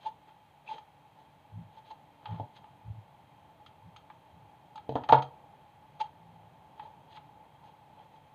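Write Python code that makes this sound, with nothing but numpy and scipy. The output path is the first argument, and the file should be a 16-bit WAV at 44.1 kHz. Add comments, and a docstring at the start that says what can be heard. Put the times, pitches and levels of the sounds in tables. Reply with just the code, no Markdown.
"""Hot glue gun and plastic bottle

In a small room, the trigger and bottle click, fingers press and rub the plastic, and hands thump softly.
The glue stick squeaks once. The gun is put down with a few knocks that make the table ring.
Behind it all are room air and a faint hum. The microphone sounds hollow and dull, because its
opening rings strongly and lets little treble through."""
import sys
import numpy as np
from scipy import signal
from scipy.fft import rfft, irfft
from scipy.io import wavfile

SR = 44100
rng = np.random.default_rng(int(sys.argv[2]) if len(sys.argv) > 2 else 0)


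def to_wav(sig):
    """Store sig (one row per channel, or 1-D mono) as 16-bit WAV at the path in sys.argv[1].

    Samples outside -1..1 are clipped; the rate is SR.
    """
    pcm = np.clip(np.atleast_2d(sig), -1, 1) * 32767
    pcm = np.round(pcm).astype(np.int16)
    wavfile.write(sys.argv[1], SR, pcm.T)  # frames by channels


N = 367871

# Hard knocks; the heavier ones land edge first, then flat:
# t/s, blow level/dB, blow f/Hz, crack level/dB, boom level/dB, how strongly the table rings
GUN_KNOCKS = [(2.397, -40.5, 396, -57.5, -58, 0.53), (4.8914, -33.5, 312, -47, -40, 0.63),
              (4.921, -48.5, 405, -56, -52.5, 0.78), (4.954, -29.5, 348, -43, -45.5, 0.74),
              (4.9557, -34.5, 1190, -53, -63, 1.26), (5.089, -28.5, 1200, -32, -38, 0.54),
              (5.094, -27, 786, -42.5, -55, 0.47), (5.1235, -16.5, 590, -25.5, -25.5, 0.58),
              (5.1277, -21, 1150, -37, -40, 0.13)]
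# The notes of the table top: f/Hz, level/dB relative to the blow, time to fade by 60 dB/s
TABLE_NOTES = [(294, 10, 0.24), (460, -10, 0.19), (482, 6, 0.16), (645, -12, 0.069), (679, -5.5, 0.06),
               (750, -3, 0.1), (742, 11.5, 0.05), (855, 8.5, 0.32), (934, 18.5, 0.077), (883, 6.5, 0.061),
               (1115, -3, .2), (1250, 6, 0.11), (1680, -10, 0.23)]

def knocks(crack_fade_s=0.0084, crack_hz=2900, boom_hz=135, boom_fade_s=0.21, chatter_s=0.0054):
    """The gun hits with a push and rebound, a crack and a chatter of tiny contacts; the table rings."""
    t, out = np.arange(SR // 2) / SR, np.zeros(N)
    table = np.zeros(len(t))
    for hz, db, fade_s in TABLE_NOTES:
        fade = die_away(t, fade_s)
        table += 2 * gain(db) * fade / fade.sum() * np.cos(2 * np.pi * hz * t)
    boom = tone(t, boom_hz) * die_away(t, boom_fade_s) * fade_in(t, rise_s=0.014)
    settling = t / chatter_s * np.exp(1 - t / chatter_s)
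    for at, blow_db, hz, crack_db, boom_db, ring_share in GUN_KNOCKS:
        phase = 2 * np.pi * hz * (t - .002)
        push = -phase * np.exp((1 - phase ** 2) / 2)
        chatter = .33 * settling * noise_band(t, hz, octaves=0.56)
        ring = ring_share * signal.fftconvolve(push, table)[:len(t)]
        crack = noise_band(t, crack_hz, octaves=0.91) * np.exp(-t / crack_fade_s)
        add(out, at, gain(blow_db) * (push + chatter + ring) + gain(crack_db) * crack + gain(boom_db) * boom)
    return out


# Clicks of trigger and bottle: t/s, snap level/dB, snap f/Hz, hollow note level/dB
PLASTIC_CLICKS = [(0.781, -51, 3070, -46), (2.256, -44, 2030, -40.5), (2.275, -64, 1500, -54),
                  (2.641, -60, 1520, -49.5), (3.662, -50, 3450, -63), (3.962, -48, 3800, -56),
                  (4.1, -52.5, 1430, -83), (4.756, -48, 4700, -43.5), (4.777, -50.5, 2600, -43.5),
                  (5.036, -46, 2570, -45), (5.222, -40, 3400, -60), (6.001, -44.5, 4400, -47.5),
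                  (6.795, -50, 1780, -41.5), (7.171, -51, 1900, -58)]
HOLLOW_HZ = 880.2  # the hollow note that handling sets ringing in the microphone's opening

def clicks(snap_boost_db=2, note_trim_db=-1, snap_fade_s=0.0078, note_s=0.0019,
           shell_hz=1290, shell_db=-2.5, shell_fade_s=0.0047):
    """Plastic snaps in a few milliseconds; its shell rings briefly over the microphone's hollow note."""
    t, out = np.arange(SR // 10) / SR, np.zeros(N)
    note = tone(t, HOLLOW_HZ) * t / note_s * np.exp(-t / note_s)
    shell = gain(shell_db) * tone(t, shell_hz) * np.exp(-t / shell_fade_s)
    for at, snap_db, hz, note_db in PLASTIC_CLICKS:
        snap = noise_band(t, hz, octaves=0.82) * np.exp(-t / snap_fade_s)
        click = (snap + shell) * fade_in(t, rise_s=0.00054)
        add(out, at, gain(snap_db + snap_boost_db) * click + gain(note_db + note_trim_db) * note)
    return out


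# Finger presses: t/s, half length/s, drag level/dB, rasp level/dB, hollow note level/dB
FINGER_PRESSES = [(0.069, 0.009, -58, -50, -49.5), (0.711, 0.016, -72, -51, -54),
                  (1.781, 0.007, -68, -60.5, -65), (1.913, 0.0052, -61.5, -54, -54),
                  (2.568, 0.0068, -73, -54, -74), (6.011, 0.0044, -80, -38, -44),
                  (6.861, 0.0093, -73, -71, -61), (7.165, 0.0064, -59, -53, -67.5)]

def presses(trim_db=-1, body_db=-13, drag_lead_s=0.038):
    """A finger drags, then the plastic gives with a rasp and a dull rub; the microphone's opening rings."""
    t, out = np.arange(-SR // 8, SR // 8) / SR, np.zeros(N)
    for at, half_s, drag_db, rasp_db, note_db in FINGER_PRESSES:
        drag = gain(drag_db) * swell(t + drag_lead_s, half_s=0.017)
        give = gain(rasp_db) * swell(t, 1.46 * half_s)
        rasp = gain(trim_db) * (drag + give) * keep_band(slips(t), hz=3200, octaves=1)
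        note = gain(trim_db) * swell(t, half_s) * mic_ring(t)
        body = gain(body_db) * swell(t, 2.56 * half_s) * noise_band(t, hz=500, octaves=1)
        add(out, at + t[0], rasp + gain(note_db) * (note + body))
    return out


# Fingers and nozzle brushing the bottle: middle t/s, half length/s, level/dB, f/Hz
LIGHT_RUBS = [(0.292, 0.016, -65, 1900), (0.747, 0.023, -54.5, 3530), (1.2, 0.027, -67, 4800),
              (2.329, 0.062, -59, 1000), (6.831, 0.045, -64.5, 2310), (7.67, 0.024, -63, 3070),
              (8.005, 0.041, -66, 1100), (8.15, 0.017, -65.5, 3180)]

def rubs(rasp_db=-1, note_db=-14, rustle_db=-8):
    """A rub is one swell of tiny slips, over a dull rustle and a faint ring of the microphone's opening."""
    t, out = np.arange(-SR // 5, SR // 5) / SR, np.zeros(N)
    for at, half_s, db, hz in LIGHT_RUBS:
        rasp = gain(rasp_db) * keep_band(slips(t), hz, octaves=1.46)
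        rustle = gain(rustle_db) * noise_band(t, hz=450, octaves=0.75)
        note = gain(note_db) * mic_ring(t)
        add(out, at + t[0], gain(db) * swell(t, half_s) * (rasp + rustle + note))
    return out


def squeak(at_s=0.684, db=-46.5):
    """The glue stick squeaks in the gun as its slips lock onto nearly one pitch."""
    t, out = np.arange(-SR // 10, SR // 10) / SR, np.zeros(N)
    squeal = keep_band(slips(t), hz=2530, octaves=0.089)
    add(out, at_s + t[0], gain(db) * swell(t, half_s=0.009) * squeal)
    return out


def slips(t, per_s=700, grain_db=5):
    """Surfaces rubbing together: tiny slips of uneven size over a smooth hiss."""
    sizes = gain(grain_db * np.minimum(rng.exponential(1, len(t)), 3))
    hiss = rng.standard_normal(len(t))
    slipping = rng.random(len(t)) < per_s / SR
    return hiss * (.5 + sizes * slipping)


def mic_ring(t, flutter=0.55):
    """A fluttering, hollow ring of the microphone's opening, set off by a press or rub."""
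    return tone(t, HOLLOW_HZ) + flutter * noise_band(t, HOLLOW_HZ, octaves=0.25)


# Soft thumps of handling:
# middle t/s, half length/s, low note level/dB, high note level/dB, rebound level/dB relative to low note
HAND_THUMPS = [(1.568, 0.028, -47.5, -50.5, -14), (2.322, 0.021, -44.5, -47.5, -3.5),
               (2.895, 0.027, -45.5, -67, -9), (3.852, 0.012, -54.5, -57, -8), (4.35, 0.022, -65, -62.5, 2),
               (6.3, 0.15, -78, -67, -2.5)]

def thumps(low_hz=107.5, high_hz=166.8, high_lag_s=0.027, rebound_s=0.091, rumble=0.38):
    """A low note swells, then a higher one, and the hand settles again; rumble blurs all three."""
    t, out = np.arange(-SR // 2, SR // 2) / SR, np.zeros(N)
    for at, half_s, low_db, high_db, rebound_db in HAND_THUMPS:
        parts = [(0, low_hz, low_db), (high_lag_s, high_hz, high_db),
                 (rebound_s, low_hz, low_db + rebound_db)]
        for lag, hz, db in parts:
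            note = tone(t, hz) + rumble * noise_band(t, hz, octaves=0.48)
            add(out, at + lag + t[0], gain(db) * swell(t, half_s) * note)
    return out


# The tone of the room air: f/Hz, relative level/dB
AIR_COLOUR = [(25, -6.5), (55, -12.5), (90, -4.5), (150, 0.5), (240, -8), (380, -8.5), (600, -9),
              (870, -9.5), (1300, -14.5), (2500, -12), (3250, -19), (4000, -20), (5500, -22), (9000, -26)]
# Its low part, in one list for gluing and one for turning the bottle: t/s, relative level/dB
HAND_STIR = [
    [(0.15, -62), (0.45, -64), (1.91, -60.5), (4.6, -59.5)],
    [(5.5, -56.5), (5.7, -60.5), (6.9, -57.5), (8.34, -60.5)],
]

def room_air(air_db=-64.5, low_below_hz=1200, average_stir_db=-2):
    """A steady rush of air, whose low part swells as the hands move."""
    colour = gain(look_up(AIR_COLOUR, np.fft.rfftfreq(N, 1 / SR)))
    air = gain(air_db) * unit_level(irfft(rfft(rng.standard_normal(N)) * colour, N))
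    low = signal.sosfiltfilt(signal.butter(2, low_below_hz, fs=SR, output="sos"), air)
    stir_db = np.interp(np.arange(N) / SR, *np.vstack(HAND_STIR).T)
    stir = gain(average_stir_db + stir_db - stir_db.mean())
    return air + (stir - 1) * low


# The notes of the hum: f/Hz, level/dB
HUM_NOTES = [(145.3, -83.5), (290.7, -83)]

def hum(waver=0.54):
    """Two faint, low notes, each slowly wavering in loudness."""
    t, out = np.arange(N) / SR, np.zeros(N)
    for hz, db in HUM_NOTES:
        wobble = 1 + waver * noise_band(t, hz=1.8, octaves=1)
        out += gain(db) * np.sqrt(2) * tone(t, hz) * wobble
    return out


# How long the room rings: f/Hz, time to fade by 60 dB/s
ROOM_FADE = [(100, 0.29), (800, 0.28), (3000, 0.19), (8000, 0.16)]
# Echoes off nearby surfaces: delay/s, relative strength
NEAR_ECHOES = [(.0052, 0.026), (.0205, 0.18), (.031, .12), (0.0619, 0.097)]

def room(x, tail_db, echo_scale=1):
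    """The room adds a few near echoes and a smooth tail whose treble dies first."""
    hz, t, bands = signal.stft(rng.standard_normal(SR // 2), SR, nperseg=256)
    bands = bands * die_away(t, look_up(ROOM_FADE, hz)[:, None]) * fade_in(t, rise_s=0.0031)
    tail = signal.istft(bands, SR, nperseg=256)[1]
    response = gain(tail_db) * tail / np.linalg.norm(tail)
    for delay, strength in NEAR_ECHOES:
        add(response, delay, np.array([echo_scale * strength]))
    return x + signal.fftconvolve(x, response)[:N]


def gain(db):
    """Turns decibels into a multiplier."""
    return 10 ** (np.asarray(db) / 20)


def tone(t, hz):
    """A pure note."""
    return np.sin(2 * np.pi * hz * t)


def fade_in(t, rise_s):
    """Climbs from 0 towards 1."""
    return 1 - np.exp(-t / rise_s)


def die_away(t, fade_s):
    """Falls by 60 dB in fade_s."""
    return np.exp(-np.log(1000) * t / fade_s)


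def swell(t, half_s):
    """A smooth rise and fall around t = 0."""
    return np.exp(-.5 * (t / half_s) ** 2)


def unit_level(x):
    """Scales a sound to an average power of 1."""
    return x / np.sqrt(np.mean(x ** 2) + 1e-20)


def keep_band(x, hz, octaves):
    """Keeps the pitches around hz, at a power of 1."""
    octaves_away = np.log2((np.fft.rfftfreq(len(x), 1 / SR) + 1) / hz)
    return unit_level(irfft(rfft(x) * swell(octaves_away, octaves), len(x)))


def noise_band(t, hz, octaves):
    """Noise centred on one pitch."""
    return keep_band(rng.standard_normal(len(t)), hz, octaves)


def look_up(points, hz):
    """Reads between the rows of a (f/Hz, value) table, with octaves evenly spaced."""
    row_hz, values = np.transpose(points)
    return np.interp(np.log(hz + 1), np.log(row_hz + 1), values)


def add(mix, at_s, sound):
    """Mixes a sound in, starting at at_s."""
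    start = round(at_s * SR)
    sound = sound[max(-start, 0):]
    part = mix[max(start, 0):][:len(sound)]
    part += sound[:len(part)]


def scene():
    """Knocks and small handling sounds in the room, over air and hum."""
    handling = clicks() + presses() + rubs() + squeak()
    handling = room(handling, tail_db=-10, echo_scale=0.15)  # near the microphone, so less echo
    return (room(knocks(), tail_db=-8) + handling + thumps() + room_air() + hum())[None]


# The microphone's dull tone: f/Hz, level/dB
MIC_COLOUR = [(25, -12), (70, 9.5), (400, 2.5), (650, 7.5), (1000, 6.5), (1450, 0), (2300, -3.5),
              (4000, -2), (4700, -10.5), (5400, -22), (7000, -24), (10000, -36), (15000, -39)]
# The notes its opening rings at: f/Hz, width/Hz, boost/dB
MIC_RINGS = [(856.8, 56, 13.8), (3217, 75, 10.7), (6420, 100, 17.8), (8870, 190, 19)]

def record(dry, hiss_db=-80.5, top_hz=15500):
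    """The microphone dulls the sound, rings, adds its own hiss and cuts the highest treble."""
    size = 16384
    hz = abs(np.fft.fftfreq(size, 1 / SR))
    peaks = 1 + sum((gain(db) ** 2 - 1) / (1 + (2 * (hz - f) / width) ** 2) for f, width, db in MIC_RINGS)
    log_gain = np.log(gain(look_up(MIC_COLOUR, hz))) + .5 * np.log(peaks)
    spectrum = np.exp(np.conj(signal.hilbert(log_gain)))  # rings after each sound, never before
    response = np.fft.ifft(spectrum).real[:size // 4]
    coloured = signal.oaconvolve(dry, response[None])[:, :N]
    hiss = gain(hiss_db) * rng.standard_normal(N)
    treble_cut = signal.firwin(511, top_hz, window=("kaiser", 9), fs=SR)
    return signal.oaconvolve(coloured + hiss, treble_cut[None], "same")


dry = scene()
out = record(dry)
to_wav(out)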